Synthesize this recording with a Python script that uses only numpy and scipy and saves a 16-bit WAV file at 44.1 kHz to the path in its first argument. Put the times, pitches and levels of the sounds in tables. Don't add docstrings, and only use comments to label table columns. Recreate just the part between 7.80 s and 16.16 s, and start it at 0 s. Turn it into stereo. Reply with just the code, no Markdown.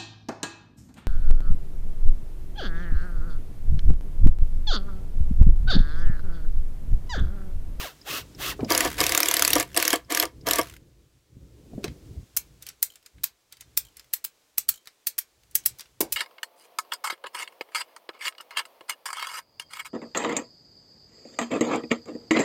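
import sys
import numpy as np
from scipy import signal
from scipy.fft import rfft, irfft, next_fast_len
from scipy.io import wavfile
from scipy.ndimage import uniform_filter1d, map_coordinates

SR = 44100
rng = np.random.default_rng(int(sys.argv[2]) if len(sys.argv) > 2 else 0)


def to_wav(sig):
    pcm = np.clip(np.atleast_2d(sig), -1, 1) * 32767
    pcm = np.round(pcm).astype(np.int16)
    wavfile.write(sys.argv[1], SR, pcm.T)


N = 368676
TIME = np.arange(N) / SR
AGE = np.arange(SR // 3) / SR


def amp(db):
    return 10 ** (np.asarray(db) / 20)


def unit(x):
    return x / np.sqrt(np.mean(x ** 2) + 1e-20)


def along(points, hz):
    f, v = np.transpose(points)
    return np.interp(np.log(hz + 1), np.log(f + 1), v)


def wobble(rate):
    knots = rng.standard_normal(int(N * rate / SR) + 4)
    return map_coordinates(knots, [TIME * rate])


def filtered(x, response):
    n = x.shape[-1]
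    m = next_fast_len(n + 8192)
    return irfft(rfft(x, m) * response(np.fft.rfftfreq(m, 1 / SR)), m)[..., :n]


def noise(spectrum, alike, size=N):
    a, b = rng.standard_normal((2, size))
    turn = np.arccos(np.clip(alike, -1, 1)) / 2
    pair = np.cos(turn) * a + np.sin(turn) * np.array([b, -b])
    return unit(filtered(pair, lambda hz: amp(along(spectrum, hz))))


def place(x, lag_ms, right_db):
    side = np.array([[-.5], [.5]])
    delayed = filtered(x, lambda hz: np.exp(-2j * np.pi * hz * side * lag_ms / 1000))
    return amp(side * right_db) * delayed


def add(track, s, sound):
    part = track[:, max(round(s * SR), 0):][:, :sound.shape[-1]]
    part += sound[..., :part.shape[1]]


def gate_db(start, end, rise_db_per_s, fall_db_per_s):
    before, after = np.maximum(start - TIME, 0), np.maximum(TIME - end, 0)
    return -rise_db_per_s * before - fall_db_per_s * after


def strike(rise, t60):
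    shape = (1 - np.exp(-(AGE / rise) ** 2)) * amp(-60 * AGE / max(t60, .002))
    return shape / shape.max()


def clack(spectrum, rise, t60, alike, body_db=0, uneven_db=5):
    hz = np.linspace(100, 17000, 90)
    body = body_db / (1 + (hz / 4500) ** 4)
    db = along(spectrum, hz) + body + uneven_db * rng.uniform(-1.5, 1, len(hz))
    return noise(np.column_stack([hz, db]), alike, size=len(AGE)) * strike(rise, t60)


# (time [s], relative level [dB])
HISS_COURSE = [(3.0, -70), (3.45, -72), (4.12, -63), (5.76, -71), (5.89, -67), (7.66, -69), (7.91, -63.5),
               (8.04, -65.5), (8.24, -71), (8.36, -56)]
# (frequency [Hz], relative level [dB])
HISS_SPECTRUM = [(150, -23.5), (450, -14), (800, -19), (1500, -21.5), (4000, -21), (7500, -22.5),
                 (9500, -27), (15000, -29.5)]


def air():
    hush_db = np.interp(TIME, *np.transpose(HISS_COURSE)) + 4.0
    early_db = np.interp(TIME, [.8, 3.1], [10, 0])
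    return amp(hush_db + early_db + 0.44 * wobble(36)) * noise(HISS_SPECTRUM, alike=0.09)


# (frequency [Hz], t60 [s])
YARD_DECAY = [(200, .2), (1000, 0.22), (5000, 0.13), (15000, 0.059)]


def yard(x, wall_s):
    hz, t, z = signal.stft(rng.standard_normal((2, SR // 2)), SR, nperseg=256)
    decay = amp(-60 * t / along(YARD_DECAY, hz)[:, None])
    tail = signal.istft(z * decay, SR, nperseg=256)[1]
    answer = np.zeros((2, SR))
    add(answer, .003, tail)
    add(answer, wall_s, amp(-15) * tail[::-1])
    return signal.fftconvolve(x, answer / np.linalg.norm(answer[0]), axes=1)[:, :N]


# (time [s], relative level [dB])
BELT_MOVES = [
    [(0.0, -54), (0.05, -44), (0.094, -61), (0.266, -54), (0.312, -46.5), (0.338, -49.5), (0.62, -48)],
    [(0.92, -44), (1.19, -41), (1.53, -56.5), (1.68, -43), (2.31, -58.5), (2.7, -44.5), (3.48, -68.5)],
    [(3.5, -67), (3.57, -49), (3.646, -53), (3.92, -48.5), (3.95, -33), (4.002, -47), (4.12, -41)],
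    [(4.14, -52), (4.222, -51.5), (4.324, -40.5), (4.35, -59), (4.38, -27), (4.448, -70), (4.48, -77)],
    [(4.5, -62), (4.664, -54.5), (5.312, -81.5), (5.356, -50.5), (5.598, -83.5), (5.878, -58.5), (6.3, -71)],
    [(6.32, -81), (6.64, -89), (6.92, -61), (7.0, -99.5), (7.94, -55), (8.0, -74), (8.36, -57)],
]
# (frequency [Hz], relative level [dB])
RUMBLE_SPECTRUM = [(12, -38.5), (20, -10.5), (43, -2), (59, 6.5), (86, -2.5), (125, 1.5), (221, -19),
                   (300, -13), (390, -46), (660, -120)]
# (frequency [Hz], relative level [dB])
RUB_SPECTRUM = [(90, -15.5), (160, -1), (220, -5), (330, -0.5), (470, -7), (700, -22.5), (1500, -43)]
MOVE_TOP_DB, USUAL_MOVE_DB = -38.5, -50
RUMBLE_DB, RUB_DB, RUB_GROWS = 1, -6.5, 1.3
RUB_SMOOTHING_S = 0.21


def belt():
    move_db = np.minimum(np.interp(TIME, *np.concatenate(BELT_MOVES).T), MOVE_TOP_DB)
    lumps_db = 2 * wobble(22)
    slow_db = uniform_filter1d(move_db, max(round(RUB_SMOOTHING_S * SR), 1))
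    rub_db = USUAL_MOVE_DB + RUB_DB + RUB_GROWS * (slow_db - USUAL_MOVE_DB)
    rub_db = rub_db + .6 * lumps_db + 1.5 * wobble(45)
    rumble = amp(move_db + RUMBLE_DB + lumps_db) * noise(RUMBLE_SPECTRUM, alike=0.091)
    rumble = rumble * amp([[-2.5], [2.5]])
    return rumble + amp(rub_db) * noise(RUB_SPECTRUM, alike=1.0)


# (time [s], relative level [dB], pitch [Hz], decay scale [s])
DULL_BUMPS = [(.792, -22, 418, 0.096), (0.81, -18.5, 112, 0.18), (.83, -14.5, 254, 0.071),
              (0.864, -28, 230, .08), (3.567, -33, 120, .07), (3.933, -28, 228, 0.042),
              (3.948, -21.5, 81.3, .07), (3.977, -24, 214, 0.12), (4.042, -20.5, 350, 0.067),
              (4.055, -27.5, 190, 0.13), (4.078, -25, 140, 0.079), (4.43, -35, 90, 0.045),
              (8.206, -12.5, 375, 0.059), (8.225, -23.5, 334, 0.14)]


def bumps():
    out = np.zeros((2, N))
    for s, db, hz, decay in DULL_BUMPS:
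        colour = [(hz / 4, -24), (hz * 0.94, -1), (hz, 0), (hz * 2.67, -8), (hz * 4, -26), (hz * 16, -55)]
        puff = noise(colour, alike=0.24, size=len(AGE)) * strike(rise=0.00099, t60=decay * 1.54)
        swing = np.sin(2 * np.pi * hz * AGE) * strike(rise=0.0024, t60=decay * 0.62)
        add(out, s, amp(db - 10.5) * puff + amp(db - 5.5) * swing)
    return out


# (time [s], relative level [dB], low-mode lift before scaling [dB])
LIGHT_RATTLES = [(0.806, -37, 17), (4.0414, -21, -2), (4.0791, -36, 6), (4.8233, -31, -35.5),
                 (4.8654, -28, -26), (4.8876, -27, -24.5), (5.1559, -39.5, -18), (5.2608, -36.5, -16),
                 (5.3824, -52.5, 16), (5.7237, -33, -18.5), (5.7685, -44, -13), (5.808, -31, -19),
                 (6.1677, -34.5, -31), (6.1948, -36, -6.5), (7.056, -47, -12), (7.0719, -33, -8),
                 (7.7108, -44, -48), (7.9855, -37, -41), (7.9942, -31, -11), (8.0063, -28, -21),
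                 (8.056, -49, 2)]
# (frequency [Hz], relative level [dB])
RATTLE_SPECTRUM = [(400, -11), (900, -9.5), (1400, 1), (2400, 2.5), (5000, 4), (8000, -2), (12000, -7.5),
                   (16000, -11)]
PUMPING_S, TICKS_PER_S, TICK_DB = (4.6, 8.2), 1.8, -52


def rattles():
    out = np.zeros((2, N))
    for s, db, body_db in LIGHT_RATTLES:
        touch = clack(RATTLE_SPECTRUM, rise=0.00092, t60=0.026, alike=0.46, body_db=0.84 * body_db + 2.5)
        add(out, s, amp(db - 1.5) * touch)
        swell = clack(RATTLE_SPECTRUM, rise=.012, t60=0.078, alike=.5, body_db=0.15 * body_db + 6)
        add(out, s - .014, amp(db - 24.5) * swell)
        for delay in rng.uniform(0.0016, 0.016, size=4):
            tick = clack(RATTLE_SPECTRUM, rise=0.0014, t60=.025, alike=.5,
                         body_db=0.24 * body_db + 16, uneven_db=1.0)
            add(out, s + delay, amp(db - 17.5 - 440 * delay) * tick)
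    stray_count = round((PUMPING_S[1] - PUMPING_S[0]) * TICKS_PER_S)
    for s in rng.uniform(*PUMPING_S, size=stray_count):
        stray = clack(RATTLE_SPECTRUM, rise=0.00035, t60=0.028, alike=0.72, body_db=-5.5)
        add(out, s, amp(TICK_DB) * stray)
    return out


# (nominal frequency [Hz], relative level [dB], t60 [s])
FRAME_MODES = [(2290, -21, .24), (3360, -11, .1), (4040, -15, .16), (5550, -10, .09), (7000, -12, .12),
               (8230, -8, .14), (10040, -2, .06), (10400, -11, .1), (11600, -3, .13), (12700, -2, .1),
               (13630, -6, .11), (14500, 6.5, .077), (15600, -1, .1)]
FRAME_DB, FRAME_SCATTER_DB = -25, 4


def frame_ring():
    hz, db, t60 = np.transpose(FRAME_MODES)[:, :, None]
    hz = hz * (1 + rng.normal(0, .018, hz.shape))
    steps = rng.standard_normal((2, len(hz), len(AGE)))
    drift = np.cumsum(steps, axis=2) * np.sqrt(2 * np.pi * 110 / SR)
    phase = 2 * np.pi * rng.random((len(hz), 1)) + drift
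    decay = amp(db + rng.normal(0, FRAME_SCATTER_DB, hz.shape) - 60 * AGE / t60)
    modes = decay * np.sin(2 * np.pi * hz * AGE + phase)
    return modes.sum(1) * (1 - np.exp(-AGE / 0.00054))


# (time [s], relative level [dB], body level, used against its mean [dB], t60 [s])
PAWL_SNAPS = [(4.5708, -8, -27.5, 0.014), (5.0271, -4.5, -28.5, 0.018), (5.44, -9.5, -21, 0.015),
              (5.9736, -6, -27, 0.018), (6.3353, -9, -24.5, 0.022), (6.4471, -17.5, -16, 0.018),
              (6.7804, -5.5, -26, 0.02), (6.8886, -7, -25.5, 0.032), (7.2687, -11.5, -22, 0.041),
              (7.3858, -12, -24, 0.023), (7.7525, -6, -26.5, 0.032), (7.859, -4.5, -30.5, 0.032),
              (8.2105, -12.5, -16.5, 0.022), (8.3255, -17.5, -29.5, 0.0282)]
# (frequency [Hz], relative level [dB])
PAWL_SPECTRUM = [(300, -26.5), (700, -23.5), (1700, -13), (3400, -11), (4200, -6.5), (5500, -3), (9000, -1),
                 (11700, -1.5), (12700, 2), (14600, 2), (16000, -1.5)]
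# (time [s], relative level [dB])
TIP_CATCHES = [(4.565, -16), (5.4346, -20.5), (6.4413, -22.5), (7.38, -23.5), (8.205, -13.5), (8.322, -15)]
# (time [s], relative level [dB])
SPRING_SHIVERS = [(5.101, -42.5), (6.049, -43), (6.939, -35.5), (7.836, -45)]
# (frequency [Hz], relative level [dB])
SPRING_SPECTRUM = [(2000, -30), (2800, -31), (3050, 3), (3400, -26), (4050, -14), (4600, -21), (6500, -18),
                   (7200, -9), (8000, -19), (16000, -22)]
SHIVER_GAP_S, SHIVER_LOSS_DB = .0175, 4


def ratchet():
    out = np.zeros((2, N))
    usual_db = np.mean([row[2] for row in PAWL_SNAPS])
    for s, db, body_db, t60 in PAWL_SNAPS:
        def snap():
            return clack(PAWL_SPECTRUM, rise=0.00066, t60=t60, alike=0.47,
                         body_db=body_db - usual_db, uneven_db=5.5)
        swell = clack(PAWL_SPECTRUM, rise=.005, t60=.05, alike=.5, body_db=5)
        add(out, s - .007, amp(db - 27) * swell)
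        add(out, s, amp(db) * (amp(-2.0) * snap() + amp(FRAME_DB) * frame_ring()))
        add(out, s + .002, amp(db - 6.5) * snap())
    for s, db in TIP_CATCHES:
        add(out, s, amp(db) * clack(PAWL_SPECTRUM, rise=0.0012, t60=0.052, alike=0.17, body_db=3.0))
    for s, db in SPRING_SHIVERS:
        for k in range(3):
            shiver = clack(SPRING_SPECTRUM, rise=.0015, t60=.035, alike=.5)
            add(out, s + k * SHIVER_GAP_S, amp(db - 2 - k * SHIVER_LOSS_DB) * shiver)
    return out


# (time [s], relative level [dB])
TRIGGER_TICKS = [(0.214, -44), (0.548, -41.5), (0.846, -33), (2.247, -55.5), (2.61, -49.5)]
# (frequency [Hz], relative level [dB])
SWITCH_SPECTRUM = [(2500, -23.5), (3800, -18), (4500, -15), (5000, 1), (5600, -13.5), (8000, -32),
                   (16000, -33)]


def trigger():
    out = np.zeros((2, N))
    for s, db in TRIGGER_TICKS:
        add(out, s, amp(db) * clack(SWITCH_SPECTRUM, rise=0.001, t60=0.029, alike=0.27))
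    return out


# (trigger pressed [s], released [s], relative level [dB], braking time constant [s])
FREE_BLIPS = [(-.1, .003, -29, 0.076), (0.242, .372, -26.5, 0.034), (0.571, 0.697, -25.5, .028),
              (0.863, 0.902, -29.5, 0.031)]
# (frequency at full speed [Hz], relative level [dB])
WHINE_LINES = [(1480, -0.5), (2880, 0), (3350, -2.5), (5000, 1), (6400, -5)]
# (frequency [Hz], relative level [dB])
WHIRR_SPECTRUM = [(180, -19.5), (300, -1.5), (689, -5), (828, -14.5), (1210, -1.5), (1530, -4.5),
                  (2210, -4), (2360, -13), (2610, 1), (6200, -7.5), (9390, -14), (15000, -7.5),
                  (16000, -20)]
IDLE_SPEED = .08
SPIN_UP_S, SPIN_DOWN_S, WHIRR_RISE_S = .055, .065, 0.045


def free_run():
    speed, loudness = np.zeros(N), np.zeros(N)
    for on, off, db, brake_s in FREE_BLIPS:
        driven, coasting = np.maximum(TIME - on, 0), np.maximum(TIME - off, 0)
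        speed += (1 - np.exp(-driven / SPIN_UP_S)) * np.exp(-coasting / SPIN_DOWN_S)
        rise = 1 - np.exp(-(driven / WHIRR_RISE_S) ** 2)
        loudness += amp(db) * rise * np.exp(-(coasting / brake_s) ** 2)
    speed = IDLE_SPEED + (1 - IDLE_SPEED) * speed
    lines = np.zeros(N)
    for hz, db in WHINE_LINES:
        fitful = amp(db + 5 * wobble(55))
        rough_hz = hz * speed + 58 * wobble(300)
        lines += fitful * np.sin(2 * np.pi * np.cumsum(rough_hz) / SR)
    whine = amp(-6.5) * unit(lines)
    chatter = amp(1.4 * wobble(500))
    return loudness * (amp(-2.0) * chatter * noise(WHIRR_SPECTRUM, alike=0.12) + whine)


# (start [s], end [s], relative grind level [dB], relative level of the shaken beam [dB])
LOAD_BURSTS = [(0.899, 1.057, -27, -27), (1.183, 1.813, -28.5, -31), (1.965, 2.146, -29, -35),
               (2.303, 2.429, -29, -32.5), (2.666, 2.794, -30, -30.5)]
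# (start [s], end [s], first and last relative level [dB])
MOTOR_COASTS = [(1.061, 1.207, -29, -34), (1.876, 1.937, -49.5, -43.5), (2.83, 2.972, -36, -48)]
# (frequency [Hz], relative level [dB])
GRIND_SPECTRUM = [(410, -38), (700, -8), (830, -13.5), (946, 3), (1080, -8), (1660, 3), (4050, -0.5),
                  (7110, -6.5), (9600, -10.5), (11400, -4), (16000, -12)]
COAST_GRIND_DB = -13


def grind():
    load = np.zeros(N)
    for start, end, db, _ in LOAD_BURSTS:
        load += amp(db + gate_db(start, end, rise_db_per_s=3400, fall_db_per_s=478.5))
    for start, end, first_db, last_db in MOTOR_COASTS:
        coast_db = np.interp(TIME, [start, end], [first_db, last_db]) + COAST_GRIND_DB
        load += amp(coast_db + gate_db(start, end, rise_db_per_s=1499, fall_db_per_s=900))
    return load * unit(noise(GRIND_SPECTRUM, alike=0.18) * amp(1.2 * wobble(590)))


# (time [s], relative clack level [dB], relative wood thud level [dB])
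SCREW_JOLTS = [(0.9042, -9, -16), (1.049, -13, -19), (1.186, -19, -33.5), (1.204, -4.5, -20.5),
               (1.7546, -6.5, -13), (1.7989, -7, -24.5), (1.9454, -21.5, -38), (1.9647, -10, -18.5),
               (2.13, -5.5, -12.5), (2.3047, -24.5, -35), (2.426, -9.5, -19), (2.669, -11, -22),
               (2.7852, -8, -14.5)]
# (delay [s], relative level [dB])
JOLT_CONTACTS = [(0, 1), (.0085, -5), (.028, -8)]
# (first blow [s], last blow [s], nominal rate [blows/s], mean relative level [dB])
HAMMER_RUNS = [(0.9208, 1.0057, 36, -5), (1.212, 1.7317, 36.5, -4), (1.9736, 2.1050, 38, -5),
               (2.3223, 2.3985, 39, -5), (2.6867, 2.757, 42, -4)]
BLOW_SCATTER_DB, BLOW_SCATTER_S = 2.8, 0.00039


def blows():
    rows = [(s + delay, db + change_db) for s, db, _ in SCREW_JOLTS for delay, change_db in JOLT_CONTACTS]
    for first, last, rate, db in HAMMER_RUNS:
        for s in np.linspace(first, last, round((last - first) * rate) + 1):
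            rows.append((s + BLOW_SCATTER_S * rng.normal(), db + BLOW_SCATTER_DB * rng.normal()))
    return rows


# (frequency [Hz], width [Hz], relative level [dB])
BEAM_MODES = [(322, 50, 1), (492, 66, -1), (708, 46, 2), (955, 38, -3.5), (1175, 70, -2.5), (1680, 180, -7),
              (2190, 120, -4), (3180, 90, -1), (3400, 70, -6)]


def beam(force):
    def response(f):
        total = amp(-15.5) * 1j / (1 + (f / 2000) ** 2)
        for k, (centre, width, db) in enumerate(BEAM_MODES):
            damping = 1j * f * width
            total = total + (-1) ** k * amp(db) * damping / (centre * centre - f * f + damping)
        return total / (1 + (250 / (f + 1)) ** 8)
    return filtered(force, response)


SCREW_EASES_DB_PER_S, SCREW_RISE_DB_PER_S, SCREW_FALL_DB_PER_S = 8, 1398, 399.5
KNOCK_DB = -27
JOLT_RISE_S, JOLT_T60_S = .003, 0.074


def screw(hits):
    push = np.zeros(N)
    for start, end, _, db in LOAD_BURSTS:
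        eased_db = db - 1 - SCREW_EASES_DB_PER_S * np.maximum(TIME - start, 0)
        push += amp(eased_db + gate_db(start, end, SCREW_RISE_DB_PER_S, SCREW_FALL_DB_PER_S))
    knocks = np.zeros((1, N))
    for s, db in hits:
        add(knocks, s, amp(db + KNOCK_DB) * strike(rise=0.0019, t60=0.013))
    for s, _, db in SCREW_JOLTS:
        add(knocks, s, amp(db - 3) * strike(rise=JOLT_RISE_S, t60=JOLT_T60_S))
    force = noise([(300, 2.0), (600, -1), (1200, 2.0), (3500, -5.0)], alike=.8)
    return beam(force * (push + knocks)) / np.std(beam(force))


# (frequency [Hz], relative level [dB])
ANVIL_SPECTRUM = [(500, -17), (1000, -9), (2200, 3), (3800, -0.5), (5600, 4.5), (7500, -1), (9500, -3.5),
                  (12000, 3), (15500, -8.5)]


def hammer(hits):
    out = np.zeros((2, N))
    for s, db in hits:
        blow = clack(ANVIL_SPECTRUM, rise=0.00061, t60=0.018, alike=0.2, uneven_db=11.0)
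        add(out, s - .0005, amp(db - 5.5) * blow)
    for start, end, first_db, last_db in MOTOR_COASTS:
        for s in np.arange(start, end, .0135):
            db = np.interp(s, [start, end], [first_db, last_db]) + rng.normal(0, 4.4)
            add(out, s, amp(db) * clack(GRIND_SPECTRUM, rise=.0004, t60=0.025, alike=0.55))
    return out


def scene():
    hits = blows()
    driver = free_run() + grind() + hammer(hits) + screw(hits) + trigger()
    driver = place(driver, lag_ms=-0.12, right_db=1.5)
    strap = place(ratchet() + rattles(), lag_ms=0.069, right_db=1)
    echoes = amp(-19.5) * yard(driver, wall_s=0.015) + amp(-12) * yard(strap, wall_s=0.024)
    return driver + strap + echoes + bumps() + belt() + air()


TOP_HZ = 16000


def record(dry):
    return filtered(np.clip(dry, -1, 1), lambda hz: 1 / (1 + (hz / TOP_HZ) ** 120))


dry = scene()
out = record(dry)
to_wav(out)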